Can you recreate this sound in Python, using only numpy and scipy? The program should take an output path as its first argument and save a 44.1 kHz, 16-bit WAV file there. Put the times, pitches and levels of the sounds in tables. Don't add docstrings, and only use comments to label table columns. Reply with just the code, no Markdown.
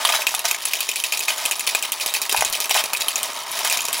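import sys
import numpy as np
from scipy import signal
from scipy.fft import rfft, irfft
from scipy.io import wavfile

SR = 44100
rng = np.random.default_rng(int(sys.argv[2]) if len(sys.argv) > 2 else 0)


def file_out(sig):
    cols = np.atleast_2d(sig).T
    lim = np.clip(cols, -1, 1)
    pcm = np.round(lim * 32767).astype(np.int16)
    wavfile.write(sys.argv[1], SR, pcm)


N = 176400
TIME = np.arange(N) / SR
HIT = np.arange(2600) / SR
GRAIN_T60_S = 0.017

# t/s, housing ring/dB, metal snap/dB, chute rattle/dB, ring centre/Hz
CLACKS = [(0.2686, -14, -16, -25.5, 2360), (0.3494, -23.2, -17.5, -28, 3430),
          (0.512, -17.5, -15.5, -37, 2420), (0.6541, -23, -15, -28, 2820),
          (0.7352, -18, -17.5, -27.5, 2470), (0.8062, -24.5, -17.5, -31, 2700),
          (0.8904, -20.5, -18.5, -34, 2460), (0.9585, -23.5, -20.5, -25, 2600),
          (1.0388, -17.5, -20, -26, 2770), (1.123, -20, -19, -24, 2720), (1.2053, -24, -23, -24.5, 2440),
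          (1.2829, -15.5, -21, -23, 2200), (1.454, -21, -18.5, -33, 2720), (1.5114, -22, -17.5, -24, 2710),
          (1.5953, -28.5, -20, -34.5, 2800), (1.667, -27, -22.5, -19.5, 2980),
          (1.7493, -18.5, -14.5, -27.5, 2470), (1.8257, -24, -20, -25.5, 2800),
          (1.9205, -24, -17, -27, 2840), (1.9996, -29, -31, -24.5, 2720), (2.0617, -25.5, -18, -22.5, 2600),
          (2.1392, -25, -17.5, -24, 2880), (2.2173, -28, -17.5, -25, 2580),
          (2.295, -20.5, -18.5, -23.5, 3100), (2.3642, -25, -20.5, -23.5, 2660),
          (2.449, -29, -15.5, -26.5, 2780), (2.5267, -32, -20, -23.5, 3100),
          (2.6032, -32, -17, -26.5, 2690), (2.695, -23, -20, -21, 2650), (2.839, -25, -20.5, -25.5, 2630),
          (2.9334, -23.5, -17, -27.5, 2890), (3.0022, -39, -30, -22.5, 2790),
          (3.0835, -19.5, -16, -26, 3000), (3.1576, -26, -15.5, -23, 2830), (3.2312, -27, -18.5, -32, 3330),
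          (3.699, -21.5, -18.5, -24, 2600), (3.9296, -27, -18, -24.5, 3170)]
# t/s, whir/dB, scraping/dB
LOAD = [(0, -33, -37.5), (.6, -38.5, -32), (1.1, -39.5, -35), (1.3, -37, -36.5), (3.15, -34.5, -42),
        (3.3, -32, -32.5), (3.47, -33, -34), (3.65, -34, -30.5), (4, -33, -29.5)]
# f/Hz, level/dB
JINGLE = [(100, -69), (1200, -18.5), (1900, 5.5), (2500, 6), (3500, 8), (4200, 4), (5500, 6.5),
          (8200, -0.5), (10000, 2.5), (13000, -6), (16000, -3)]


def amp(db):
    return 10 ** (np.asarray(db) / 20)


def unit(x):
    return x / np.sqrt(np.mean(x ** 2) + 1e-20)


def unit_attack(x):
    return x / np.sqrt(np.mean(x[:220] ** 2) + 1e-20)


def add(mix, s, sound):
    part = mix[:, max(round(s * SR), 0):][:, :len(sound)]
    lean = 0.0067 * rng.standard_normal()
    part += np.array([[1 + lean], [1 - lean]]) * sound[:part.shape[1]]


def colour(x, spectrum, patchy_db=0):
    hz = np.fft.rfftfreq(4096, 1 / SR)
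    f, db = np.transpose(spectrum)
    bumps = np.interp(hz, np.linspace(0, SR / 2, num=40), rng.standard_normal(size=40))
    log_gain = np.log(amp(np.interp(np.log(hz + 1), np.log(f), db) + patchy_db * bumps))
    log_response = np.conj(signal.hilbert(np.r_[log_gain, log_gain[-2:0:-1]]))
    taps = np.fft.ifft(np.exp(log_response)).real
    return signal.fftconvolve(x, taps)[:len(x)]


def decay(t, t60):
    return np.exp(-np.log(1000) * t / t60)


def drift(hz):
    return unit(irfft(rfft(rng.standard_normal(N)) * (np.fft.rfftfreq(N, 1 / SR) < hz), N))


def swell(start, rise_s, hold_s, fall_db_per_s):
    t = TIME - start
    return np.clip(t / rise_s, 0, 1) * amp(-fall_db_per_s * np.maximum(t - hold_s, 0))


def strike(spectrum, t60, contact=0):
    envelope = decay(HIT, t60) + amp(-10) * decay(HIT, t60=0.041)
    burst = rng.standard_normal(len(HIT)) * envelope + contact * (HIT == 0)
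    return unit_attack(colour(burst, spectrum, patchy_db=4.5))


def ring(modes, centre_hz=None, pitch=1):
    span_hz, scatter_db, detune = 480, 1.5, 0.023
    hz, db, t60 = np.repeat(modes, 3, axis=0).T[:, :, None]
    size, shift = rng.standard_normal((2, len(hz), 1))
    phase = rng.random(hz.shape)
    favour = 1 if centre_hz is None else 1 / (1 + ((hz - centre_hz) / span_hz * 2) ** 2)
    cycles = hz * pitch * (1 + detune * shift) * HIT + phase
    partials = favour * amp(db + scatter_db * size) * decay(HIT, t60) * np.cos(2 * np.pi * cycles)
    onset = 1 - np.exp(-HIT / .0003)
    low_cut = signal.butter(3, 480, "high", fs=SR)
    return unit_attack(signal.lfilter(*low_cut, partials.sum(0) * onset))


def patter(level, per_s, spectrum, t60, spread_db=3.5, spots=28):
    struck = rng.random(N) < per_s / SR
    impulses = unit(struck * amp(spread_db * np.minimum(rng.exponential(1, N), 2.5)))
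    spot, out = rng.integers(0, spots, N), np.zeros((2, N))
    for k in range(spots):
        hit = strike(spectrum, t60)
        add(out, 0, signal.oaconvolve(impulses * level * (spot == k), hit / np.linalg.norm(hit))[:N])
    return out


def drive():
    # f/Hz, level/dB
    disc = [(20, -28), (100, -15), (190, -14), (280, -5), (330, -18), (420, 1), (480, -12), (630, 7.5),
            (770, 2), (950, 9.5), (1020, 6.5), (1095, 9), (1250, 7), (1500, 0.5), (2500, -2), (5000, -8.5),
            (16000, -23)]
    # f/Hz, level/dB
    tones = [(360, -60.5), (1094, -53.5), (1222, -54)]
    flutter_db, speed_waver = 2.5, 0.00404
    s, whir_db, scrape_db = np.transpose(LOAD)
    whir = unit(colour(rng.standard_normal(N), disc) * amp(flutter_db * drift(hz=45)))
    motor_time = np.cumsum(1 + speed_waver * drift(hz=6)) / SR
    hum = sum(amp(db) * np.sqrt(2) * np.sin(2 * np.pi * hz * motor_time) for hz, db in tones)
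    scrape_level = amp(np.interp(TIME, s, scrape_db))
    scrape = patter(scrape_level, per_s=1100, spectrum=JINGLE, t60=GRAIN_T60_S, spread_db=8.5)
    return amp(np.interp(TIME, s, whir_db)) * whir + hum + scrape


def hopper():
    # t/s, length/s, hollow rumble/dB, jingle/dB
    slides = [(-.02, 0.09, -32, -29), (0.066, 0.043, -30, -26.5), (0.123, 0.038, -26.5, -20),
              (0.185, 0.047, -33.5, -29.5), (0.442, 0.01, -21.5, -19.5), (0.477, 0.028, -34, -26.5),
              (1.274, 0.051, -31, -28), (1.372, 0.11, -34.5, -30.5), (2.32, 0.09, -34, -53),
              (2.747, 0.055, -25, -21), (3.522, 0.14, -36.5, -30.5), (3.639, 0.038, -31.5, -25),
              (3.718, 0.026, -32, -25)]
    # f/Hz, level/dB
    bowl = [(40, -33), (200, -28.5), (350, -29), (540, -10), (630, -0.5), (780, -8.5), (900, 1.5),
            (1170, -7), (1260, 0), (1400, -7), (1520, -3), (2100, -13), (9000, -23)]
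    # t/s, hollow knock/dB, clash of coins/dB, pitch ratio of the spot
    knocks = [(0.0504, -14, -11.5, 1.37), (0.0902, -18.5, -16.5, 1.36), (.1, -22, -23, 1.02),
              (0.139, -18, -32, 1.6), (.1488, -20.5, -36, 1.1), (0.3405, -23, -28, 1.05),
              (.4525, -29, -16.5, 0.73), (.5452, -26.5, -22, 1.01), (2.346, -14.5, -26, 1.1),
              (2.4224, -14, -20, 0.92), (2.7085, -20.5, -18, 1), (2.749, -18, -31, 1.07),
              (2.762, -16.5, -26, 1.07)]
    # f/Hz, level/dB, t60/s
    wall = [(703, -0.5, 0.025), (833, 7, 0.015), (1190, -5.5, 0.015), (1680, 1, 0.014), (2180, 0, 0.015)]
    rumble, jingle = np.zeros((2, N))
    for s, length, rumble_db, jingle_db in slides:
        envelope = swell(s, rise_s=0.002, hold_s=length, fall_db_per_s=608)
        rumble += amp(rumble_db) * envelope
        jingle += amp(jingle_db) * envelope
    out = patter(rumble, per_s=800, spectrum=bowl, t60=0.014)
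    out += patter(jingle, per_s=800, spectrum=JINGLE, t60=GRAIN_T60_S)
    for s, knock_db, clash_db, pitch in knocks:
        knock = amp(knock_db) * ring(wall, pitch=pitch)
        clash = amp(clash_db) * strike(JINGLE, t60=0.053)
        add(out, s, knock + clash)
    return out


def snap(contact=0):
    # f/Hz, level/dB
    spectrum = [(40, -40), (200, -20.5), (420, -6), (800, -7.5), (1500, -6.5), (3000, -6.5), (4500, 0),
                (5600, -3), (6900, 2.5), (8400, -2.5), (10200, 2), (13000, -4), (16000, -6)]
    hz, db = np.transpose(spectrum)
    glint_hz, width_hz = rng.uniform(5600, 15300), 1030
    glint_db = 8 * np.exp(-((hz - glint_hz) / width_hz) ** 2)
    return strike(np.c_[hz, db + glint_db], t60=0.0047, contact=contact)


def jostle():
    per_s, above_scrape_db = 47, 3.5
    s, _, scrape_db = np.transpose(LOAD)
    out = np.zeros((2, N))
    for when, size in rng.random((round(per_s * N / SR), 2)) * [N / SR, 1]:
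        add(out, when, size * amp(np.interp(when, s, scrape_db) + above_scrape_db) * snap())
    return out


def coins():
    # f/Hz, level/dB, t60/s
    housing = [(2200, -5, 0.012), (2470, 0.5, 0.019), (2650, -3, 0.031), (3070, -2, 0.022),
               (3540, 0, 0.017)]
    # t/s, housing ring/dB, metal snap/dB
    ticks = [(0.1221, -21, -25), (0.219, -24, -28), (0.2917, -48, -24), (0.3926, -28, -21.5),
             (0.4848, -47, -22), (0.62, -49, -37), (0.685, -42, -26.5), (0.7536, -30, -25),
             (0.789, -28, -39), (0.915, -23.9, -24.5), (1.001, -28, -22.5), (1.136, -22.5, -27),
             (1.174, -27, -21), (1.1933, -41, -20), (1.3047, -21, -28), (1.3805, -47, -24.4),
             (1.4594, -22.5, -17), (1.5207, -22.5, -26), (1.6071, -27, -22.5), (1.6744, -22.5, -29),
             (2.1493, -20, -22.5), (2.3263, -33, -15), (2.374, -20, -22), (2.4086, -22.5, -16.5),
             (2.4992, -53, -25.5), (2.543, -22, -34), (2.643, -26.5, -22), (2.657, -34, -22),
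             (2.7099, -20.5, -21.5), (2.7442, -23, -18.5), (2.778, -17.5, -30), (2.9496, -21.5, -31),
             (2.9716, -42, -22.5), (3.0196, -24, -34), (3.1813, -44, -25), (3.5163, -47, -24),
             (3.59, -28, -22), (3.6478, -34, -23), (3.712, -21, -26), (3.7256, -38, -19.5),
             (3.7729, -26.5, -19), (3.79, -23.5, -32), (3.806, -31, -22.5), (3.8178, -45, -24),
             (3.853, -36, -20), (3.8845, -29, -20.7)]
    rebound_s, rebound_db = 0.0038, -8
    out = np.zeros((2, N))
    for s, ring_db, snap_db, _, centre_hz in CLACKS:
        add(out, s, amp(ring_db) * ring(housing, centre_hz) + amp(snap_db) * snap(contact=amp(12.5)))
        add(out, s + rebound_s * rng.uniform(0.97, 1), amp(snap_db + rebound_db) * snap())
    for s, ring_db, snap_db in ticks:
        centre_hz = rng.uniform(2300, 3420)
        add(out, s, amp(ring_db) * ring(housing, centre_hz) + amp(snap_db) * snap())
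    return out


def chute():
    # f/Hz, level/dB
    rattle = [(40, -35), (250, -23.5), (420, -10), (900, -1), (1400, -10), (2000, 0.5), (2600, 3.5),
              (4300, 0), (5600, 0.5), (8300, -4.5), (10000, -1), (13000, -12), (16000, -2.5)]
    level = sum(amp(db) * swell(s, rise_s=0.0043, hold_s=0.024, fall_db_per_s=290)
                for s, _, _, db, _ in CLACKS)
    return patter(level, per_s=450, spectrum=rattle, t60=GRAIN_T60_S)


def handling():
    # t/s, level/dB
    bumps = [(2.376, -38), (2.41, -45), (2.45, -49), (2.495, -46)]
    spectrum = [(10, -7), (35, 8.5), (70, -9), (130, -4.5), (400, -24), (2000, -78)]  # f/Hz, level/dB
    level = sum(amp(db) * swell(s, rise_s=0.009, hold_s=0.016, fall_db_per_s=700) for s, db in bumps)
    thud = unit(colour(rng.standard_normal(N), spectrum))
    return level * thud * amp([[1.5], [-1.5]])


def room(x, t60):
    per_s, first_s = 4000, 0.002
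    t = np.arange(SR // 3) / SR
    reflections = rng.standard_normal(len(t)) * (rng.random(len(t)) < per_s / SR)
    taps = reflections * decay(t, t60) * (t > first_s)
    return signal.oaconvolve(x, taps[None] / np.linalg.norm(taps), axes=1)[:, :N]


def casing(x):
    # f/Hz, gain/dB
    bands = [(950, 3), (1160, -11), (1400, -11), (2465, 2), (2790, -2.5), (3090, 3), (3760, 4), (5700, 2)]
    for hz, db in bands:
        x = x + (amp(db) - 1) * signal.lfilter(*signal.iirpeak(hz, Q=28.5, fs=SR), x)
    return x


def widen(mix):
    # f/Hz, level/dB
    width = [(50, -19), (200, -27), (650, -34), (1400, -61), (3000, -26), (6000, -16), (14000, -10.5)]
    wandering = signal.hilbert(mix.mean(0)) * np.exp(1j * np.pi * drift(hz=30))
    side = colour(wandering.real, width)
    return mix + np.array([side, -side])


def scene():
    impacts = coins() + chute() + hopper() + jostle()
    machine = casing(impacts + amp(-9) * room(impacts, t60=0.1) + drive())
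    return widen(machine) + handling()


def record(dry):
    low_pass = signal.firwin(301, 15900, window=("kaiser", 8), fs=SR)
    return signal.oaconvolve(np.clip(dry, -1, 1), low_pass[None], "same")


dry = scene()
out = record(dry)
file_out(out)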